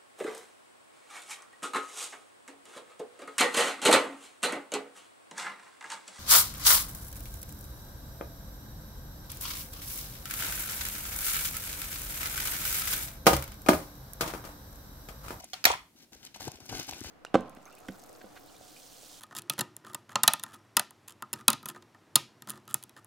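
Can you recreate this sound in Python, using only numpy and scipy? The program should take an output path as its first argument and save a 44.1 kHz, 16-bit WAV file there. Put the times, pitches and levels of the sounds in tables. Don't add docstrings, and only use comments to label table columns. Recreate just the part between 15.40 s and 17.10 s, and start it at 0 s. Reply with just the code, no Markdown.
import sys
import numpy as np
from scipy import signal
from scipy.fft import rfft, irfft
from scipy.io import wavfile
from scipy.ndimage import uniform_filter1d, map_coordinates

SR = 44100
rng = np.random.default_rng(int(sys.argv[2]) if len(sys.argv) > 2 else 0)


def generate_wav(signal):
    frames = np.transpose(np.atleast_2d(signal))
    scaled = np.clip(frames, -1, 1) * 32767
    pcm = np.round(scaled).astype(np.int16)
    wavfile.write(sys.argv[1], SR, pcm)


def invert_db(level):
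    return 10 ** (np.asarray(level, dtype=float) / 20)


N = 74970
T = np.arange(N) / SR
LEFT_RIGHT = np.array([[1], [-1]])


def unit(x):
    return x / np.sqrt(np.mean(x ** 2) + 1e-30)


def read(points, hz):
    p = np.array(points, float)
    return np.interp(np.log(np.maximum(hz, 1)), np.log(p[:, 0]), p[:, 1])


def colour(x, points):
    n = x.shape[-1]
    hz = np.arange(n // 2 + 1) * SR / n
    return irfft(rfft(x) * invert_db(read(points, hz)) * (hz > 15), n)


def ring(x, hz, width):
    hz = min(hz, SR / 2.3)
    b, a = signal.iirpeak(hz, hz / max(width, 5), fs=SR)
    return signal.lfilter(b, a, x)


def high_pass(x, order, hz):
    return signal.sosfilt(signal.butter(order, hz, "high", fs=SR, output="sos"), x)


def walk(rate):
    hold = int(SR / rate)
    steps = np.repeat(rng.standard_normal(N // hold + 1), hold)
    return unit(uniform_filter1d(steps, hold)[:N])


def add(out, s, x, db):
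    i = int(s * SR)
    x = x[:N - i]
    out[i:i + len(x)] += invert_db(db) * x / np.abs(x).max()


def burst(ms, spread_db, size=4096):
    u = np.arange(size) / SR / (max(ms, .2) / 1000)
    envelope = (1 - np.exp(-u / 0.046)) * np.exp(-u ** 1.47)
    unevenness = invert_db(spread_db * rng.exponential(size=size))
    return envelope * rng.standard_normal(size) * unevenness


def pops(table, width, broad_db):
    out = np.zeros(N)
    for s, db, hz, ms in table:
        crack = burst(ms, 2.23)
        tone = ring(ring(crack, hz, width * hz), hz, 2 * width * hz)
        crackle = ring(crack, 8000, 22000)
        add(out, s, unit(tone) + invert_db(broad_db) * unit(crackle), db)
    return out


def knocks(table, cycles):
    out = np.zeros(N)
    for s, db, hz in table:
        u = (T - s) * hz
        turn, bend = rng.random(2)
        swing = np.cos(2 * np.pi * (u - 0.07 * bend * u * np.abs(u) + turn / 4))
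        out += invert_db(db) * np.exp(-(u / cycles) ** 2) * swing
    return out


def ports(x, lag_ms, pan_db, near_db):
    u = np.arange(400) / SR
    out = []
    for side in (1, -1):
        envelope = np.exp(-u / 0.0041) * np.minimum(u / 0.000078, 1)
        path = invert_db(near_db) * unit(rng.standard_normal(400)) * envelope / 6
        path = path - uniform_filter1d(path, size=60)
        path[0] = 1
        lag = max(side * lag_ms, 0) * SR / 1000
        late = map_coordinates(x, [np.arange(N) - lag], order=3)
        out.append(signal.fftconvolve(late, path)[:N] * invert_db(side * pan_db / 2))
    return np.array(out)


# f/Hz, level/dB per Hz
AIR = [(15, -49.5), (25, -20), (293, -11), (439, -21.5), (936, -25.5), (1070, -32), (9840, -32.5),
       (14400, -32), (16000, -43.5)]


def air():
    mid, side = colour(rng.standard_normal((2, N)), AIR)
    side = high_pass(side, 1, 500)
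    return invert_db(-66.5) * (mid + 0.82 * side * LEFT_RIGHT) / np.sqrt(np.mean(mid ** 2))


# f/Hz, t/s
ROOM_T60 = [(100, 0.58), (500, 0.4), (1000, 0.34), (2500, 0.31), (6000, 0.24), (14000, 0.16)]
# f/Hz, level/dB
ROOM = [(60, -16), (420, -21.5), (650, -1.5), (1700, -1.5), (3000, -1), (6000, -5.5), (9000, -21),
        (16000, -17)]


def room(x):
    u = np.arange(SR // 2) / SR
    tail = 0
    for hz in 60 * 2 ** np.arange(0, 8.2, .5):
        mid, side = (ring(rng.standard_normal(len(u)), hz, hz / 3) for _ in range(2))
        both = mid + min(hz / 1900.0, 1) * side * LEFT_RIGHT
        tail = tail + both * invert_db(read(ROOM, hz) - 60 * u / read(ROOM_T60, hz))
    tail = tail * np.clip((u - .003) / 0.0072, 0, 1)
    tail = tail / np.sqrt(np.sum(tail ** 2) / 2)
    return signal.fftconvolve(x[None], tail, axes=1)[:, :N]


# t/s, level/dB (peak), f/Hz
BUMPS = [(.557, -54, 280), (.632, -53, 346), (.757, -50, 480), (.961, -39, 860), (1.007, -34, 870),
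         (1.020, -41.5, 705), (1.075, -31.5, 380), (1.0812, -28.5, 760), (1.142, -45, 290),
         (1.188, -49, 505), (1.238, -52, 324), (1.327, -31, 730), (1.346, -40, 306), (1.365, -41.5, 263),
         (1.398, -37.5, 650), (1.492, -32.5, 810), (1.526, -36.5, 790), (1.534, -47.5, 470),
         (1.584, -50, 560), (1.6155, -34.5, 304), (1.646, -39, 640), (1.672, -46.5, 390)]
# t/s, level/dB (peak), f/Hz
THUDS = [(.03, -57, 71.4), (.14, -57.5, 80), (.265, -43, 102), (.31, -43, 77), (.35, -47, 152),
         (.42, -58.5, 59.6), (.765, -58.5, 60.2), (1.086, -35.5, 125), (1.16, -56, 70), (1.225, -51.5, 108),
         (1.35, -44.5, 48), (1.33, -42, 109), (1.40, -47, 152), (1.535, -47, 86), (1.62, -43, 101),
         (1.667, -45.5, 75.4)]


def padding():
    return knocks(BUMPS, cycles=0.88) + knocks(THUDS, cycles=0.79)


# t/s, level/dB (peak), f/Hz, length/ms
CRINKLES = [(.7315, -44, 3520, 2.7), (.7647, -51, 4900, 2.6), (.8295, -46, 2990, 3),
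            (.8505, -38, 6810, 2.1), (.8614, -45.5, 6620, 3.3), (.9487, -47, 3380, 3.2),
            (.9607, -44.5, 6400, 3.7), (1.0056, -44, 3350, 4.9), (1.0176, -39.5, 2980, 1.3),
            (1.021, -39.5, 8500, 1.5), (1.028, -37, 5000, 1.4), (1.034, -42, 8000, 1.5),
            (1.0724, -44.5, 5430, 2.5), (1.0786, -30, 5600, 1.9), (1.1174, -38, 6950, 1.2),
            (1.156, -43, 4900, 6.3), (1.1724, -49.5, 2670, 3.3), (1.2032, -40, 4660, 1.3),
            (1.257, -38.5, 12500, 2.3), (1.2624, -39, 5550, 1.5), (1.294, -49, 2530, 3.6),
            (1.318, -44, 11000, 1.2), (1.3592, -42, 5000, 2), (1.3655, -35, 8000, 1.1),
            (1.382, -38, 10500, 1.7), (1.3964, -41, 2900, 2.8), (1.4115, -34, 2530, 1.5),
            (1.4725, -39.5, 13000, 1.2), (1.484, -43, 5000, 2), (1.4915, -34.5, 3900, 1.7),
            (1.5243, -40, 2770, 2), (1.5328, -33, 2580, 2.6), (1.543, -45, 9500, 2.2),
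            (1.562, -49, 5200, 1.5), (1.5822, -40.5, 7050, 2), (1.595, -48, 9500, 1.7),
            (1.6068, -33, 6900, 0.9), (1.614, -41, 2200, 2.5), (1.638, -35, 5000, 1.3),
            (1.6455, -40, 1800, 1.9)]


def creases():
    return invert_db(4.0) * pops(CRINKLES, width=.9, broad_db=-4.5)


# start t/s, end t/s, rubbing level/dB, grip level/dB and brightness/dB re rubbing
STROKES = [(-.02, 0.011, -52.5, -10, 6), (0.023, 0.057, -55, -12.5, -1.5), (0.049, 0.137, -70, -1.5, 7),
           (0.13, 0.234, -63, -5, 2), (0.561, 0.651, -63.5, -6, 2.5), (0.72, 0.754, -60, -1, 4),
           (0.763, 0.828, -60, -6.5, -2), (0.83, .876, -56, -9, 4), (0.879, 0.934, -67, -1.5, -4),
           (0.943, 0.975, -49.5, -5.5, -4.5), (0.979, 1.001, -59, -9, -2), (1, 1.033, -50, -1, 4),
           (1.037, 1.087, -50, -0.5, 4.5), (1.092, 1.191, -61, -6, 0.5), (1.198, 1.298, -64, 1.5, 6.5),
           (1.291, 1.329, -48.5, -3, -2), (1.328, 1.354, -44, -2, -3), (1.35, 1.402, -46, -2, 2),
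           (1.395, 1.423, -49.5, -0.5, 4.5), (1.426, 1.448, -54, -1, 7), (1.45, 1.473, -57, -6, 2),
           (1.478, 1.501, -47.5, -1, 2), (1.502, 1.549, -55.5, 1, 6), (1.548, 1.635, -53, -5, 3),
           (1.64, 1.72, -48.5, -3.5, 3.5)]
# f/Hz, level/dB per Hz
RUB = [(590, -29.5), (1000, -13), (1300, -11.5), (2200, 0), (3500, -1.5), (5970, 1.5), (9000, -11.5),
       (15500, -9.5)]
# f/Hz, level/dB per Hz
GRIP = [(24, -46.5), (40, -6), (118, 2), (163, -1), (316, 1.5), (488, -9.5), (787, -5), (1210, -16),
        (1600, -6), (2080, -43), (3520, -120)]


def fingers():
    edge_ms, grains_per_s, spread_db, flicker_db = 3.7, 3000, 4, 3
    rub_gain, grip_gain, sheen_gain = 0, 0, 0
    for start, end, db, grip_db, bright_db in STROKES:
        outside = np.maximum(start - T, T - end)
        on = 1 / (1 + np.exp(np.clip(outside * 4000 / edge_ms, -40, 40)))
        rub_gain = rub_gain + on * invert_db(db)
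        grip_gain = grip_gain + on * invert_db(db + grip_db)
        sheen_gain = sheen_gain + on * invert_db(db + bright_db)

    chance, sign, size = rng.random((3, 2, N))
    grains = (chance < grains_per_s / SR) * np.sign(sign - .5) * invert_db(-spread_db * np.log(size + 1e-6))
    rub = unit(colour(unit(grains) + 1.33 * rng.standard_normal((2, N)), RUB))
    dull = signal.sosfiltfilt(signal.butter(1, 5000, fs=SR, output="sos"), rub)
    sheen = (rub - dull) * sheen_gain * invert_db(flicker_db * walk(150))
    rub = dull * rub_gain * invert_db(flicker_db * walk(89.9)) + sheen

    grip = unit(colour(rng.standard_normal((2, N)), GRIP))
    grip = grip * grip_gain * invert_db(flicker_db * walk(44.96))
    return rub[0] + grip[0], 0.6 * rub[1] + 0.3 * grip[1]


def hands():
    mid, side = fingers()
    handling = mid + creases() + padding()
    near = ports(handling, lag_ms=-0.092, pan_db=5.5, near_db=-15) + side * LEFT_RIGHT
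    return near + invert_db(-12.5) * room(handling)


# t/s, level/dB (peak), f/Hz, length/ms
RATTLES = [(.0015, -48.5, 760, 19), (.021, -48, 8000, 1.5), (.036, -42, 710, 6.2), (.0422, -34, 8140, 1.8),
           (.050, -57, 5100, 5), (.257, -14, 1650, 4.4), (.262, -24, 7600, 2.7), (.265, -20.5, 800, 8),
           (.269, -24, 1750, 4.3), (.278, -22, 3080, 2.2), (.279, -25, 6400, 3.3), (.287, -29, 730, 4.7),
           (.296, -27, 3060, 3), (.3005, -18.5, 760, 5), (.309, -25, 890, 2.3), (.3155, -25, 6300, 2.3),
           (.316, -25.5, 3000, 2), (.323, -24.5, 750, 1.8), (.3285, -25, 2580, 1), (.329, -31.5, 1080, 2),
           (.336, -24, 1190, 3.4), (.344, -32, 2370, 3.3), (.352, -33, 760, 4.5), (.375, -38.5, 1280, 3.8),
           (.39, -45.5, 1750, 6)]


def rattle():
    ticks = pops(RATTLES, width=0.57, broad_db=-16.5)
    return ports(ticks, lag_ms=0.269, pan_db=-1.7, near_db=-5)


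# t/s, level/dB (peak), crack length/ms, left-right/dB
SNAPS = [
    (0.1333, -22.5, 1.42, -4),
    (.1398, -28.5, 1.6, 11),
    (.2410, -13.5, 1.6, -2.5),
    (0.2521, -2.5, 0.44, 0),
    (0.253, -0.5, 1.41, 0),
]
# f/Hz, width/Hz, level/dB
SMALL_RING = [(743, 36, 4), (1290, 170, -0.5), (2200, 830, -1), (3190, 450, 6.5), (4200, 340, 3),
              (11000, 3300, -6)]
FIRST_RING = [(689, 200, -14.5), (1800, 190, -7), (2613, 370, -1.5), (4450, 420, -2), (12000, 360, -22.5)]
MAIN_RING = [(237, 150, -8), (760, 100, -2.5), (980, 220, -9.5), (1750, 260, 1), (2450, 300, -6.5),
             (4270, 580, -7.5), (5480, 180, -6), (12500, 2500, -3)]


def snaps():
    out, kick = 0, np.zeros(N)
    rings = (SMALL_RING, SMALL_RING, FIRST_RING, MAIN_RING, MAIN_RING)
    for (s, db, ms, pan_db), peaks in zip(SNAPS, rings):
        crack = burst(ms, 2.32)
        body = invert_db(-15) * ring(crack, 2500, 4500)
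        for hz, width, ring_db in peaks:
            body = body + invert_db(ring_db) * np.sqrt(300 / width) * ring(crack, hz, 0.9 * width)
        one = np.zeros(N)
        add(one, s, high_pass(body, 2, 400), db)
        out = out + ports(one, lag_ms=0.269, pan_db=pan_db, near_db=-5)
        kick[int(s * SR)] = invert_db(db) * np.sqrt(ms)
    return out + invert_db(4.5) * room(kick)


def scene():
    return air() + hands() + rattle() + snaps()


def band_limit(x):
    return signal.sosfilt(signal.butter(12, 16860, fs=SR, output="sos"), x)


def record(dry):
    rounded = np.tanh(.6 * dry) / .6
    top_cut = signal.ellip(8, .3, 50, 15900, fs=SR, output="sos")
    mix = signal.sosfilt(top_cut, rounded)
    return band_limit(mix)


dry = scene()
out = record(dry)
generate_wav(out)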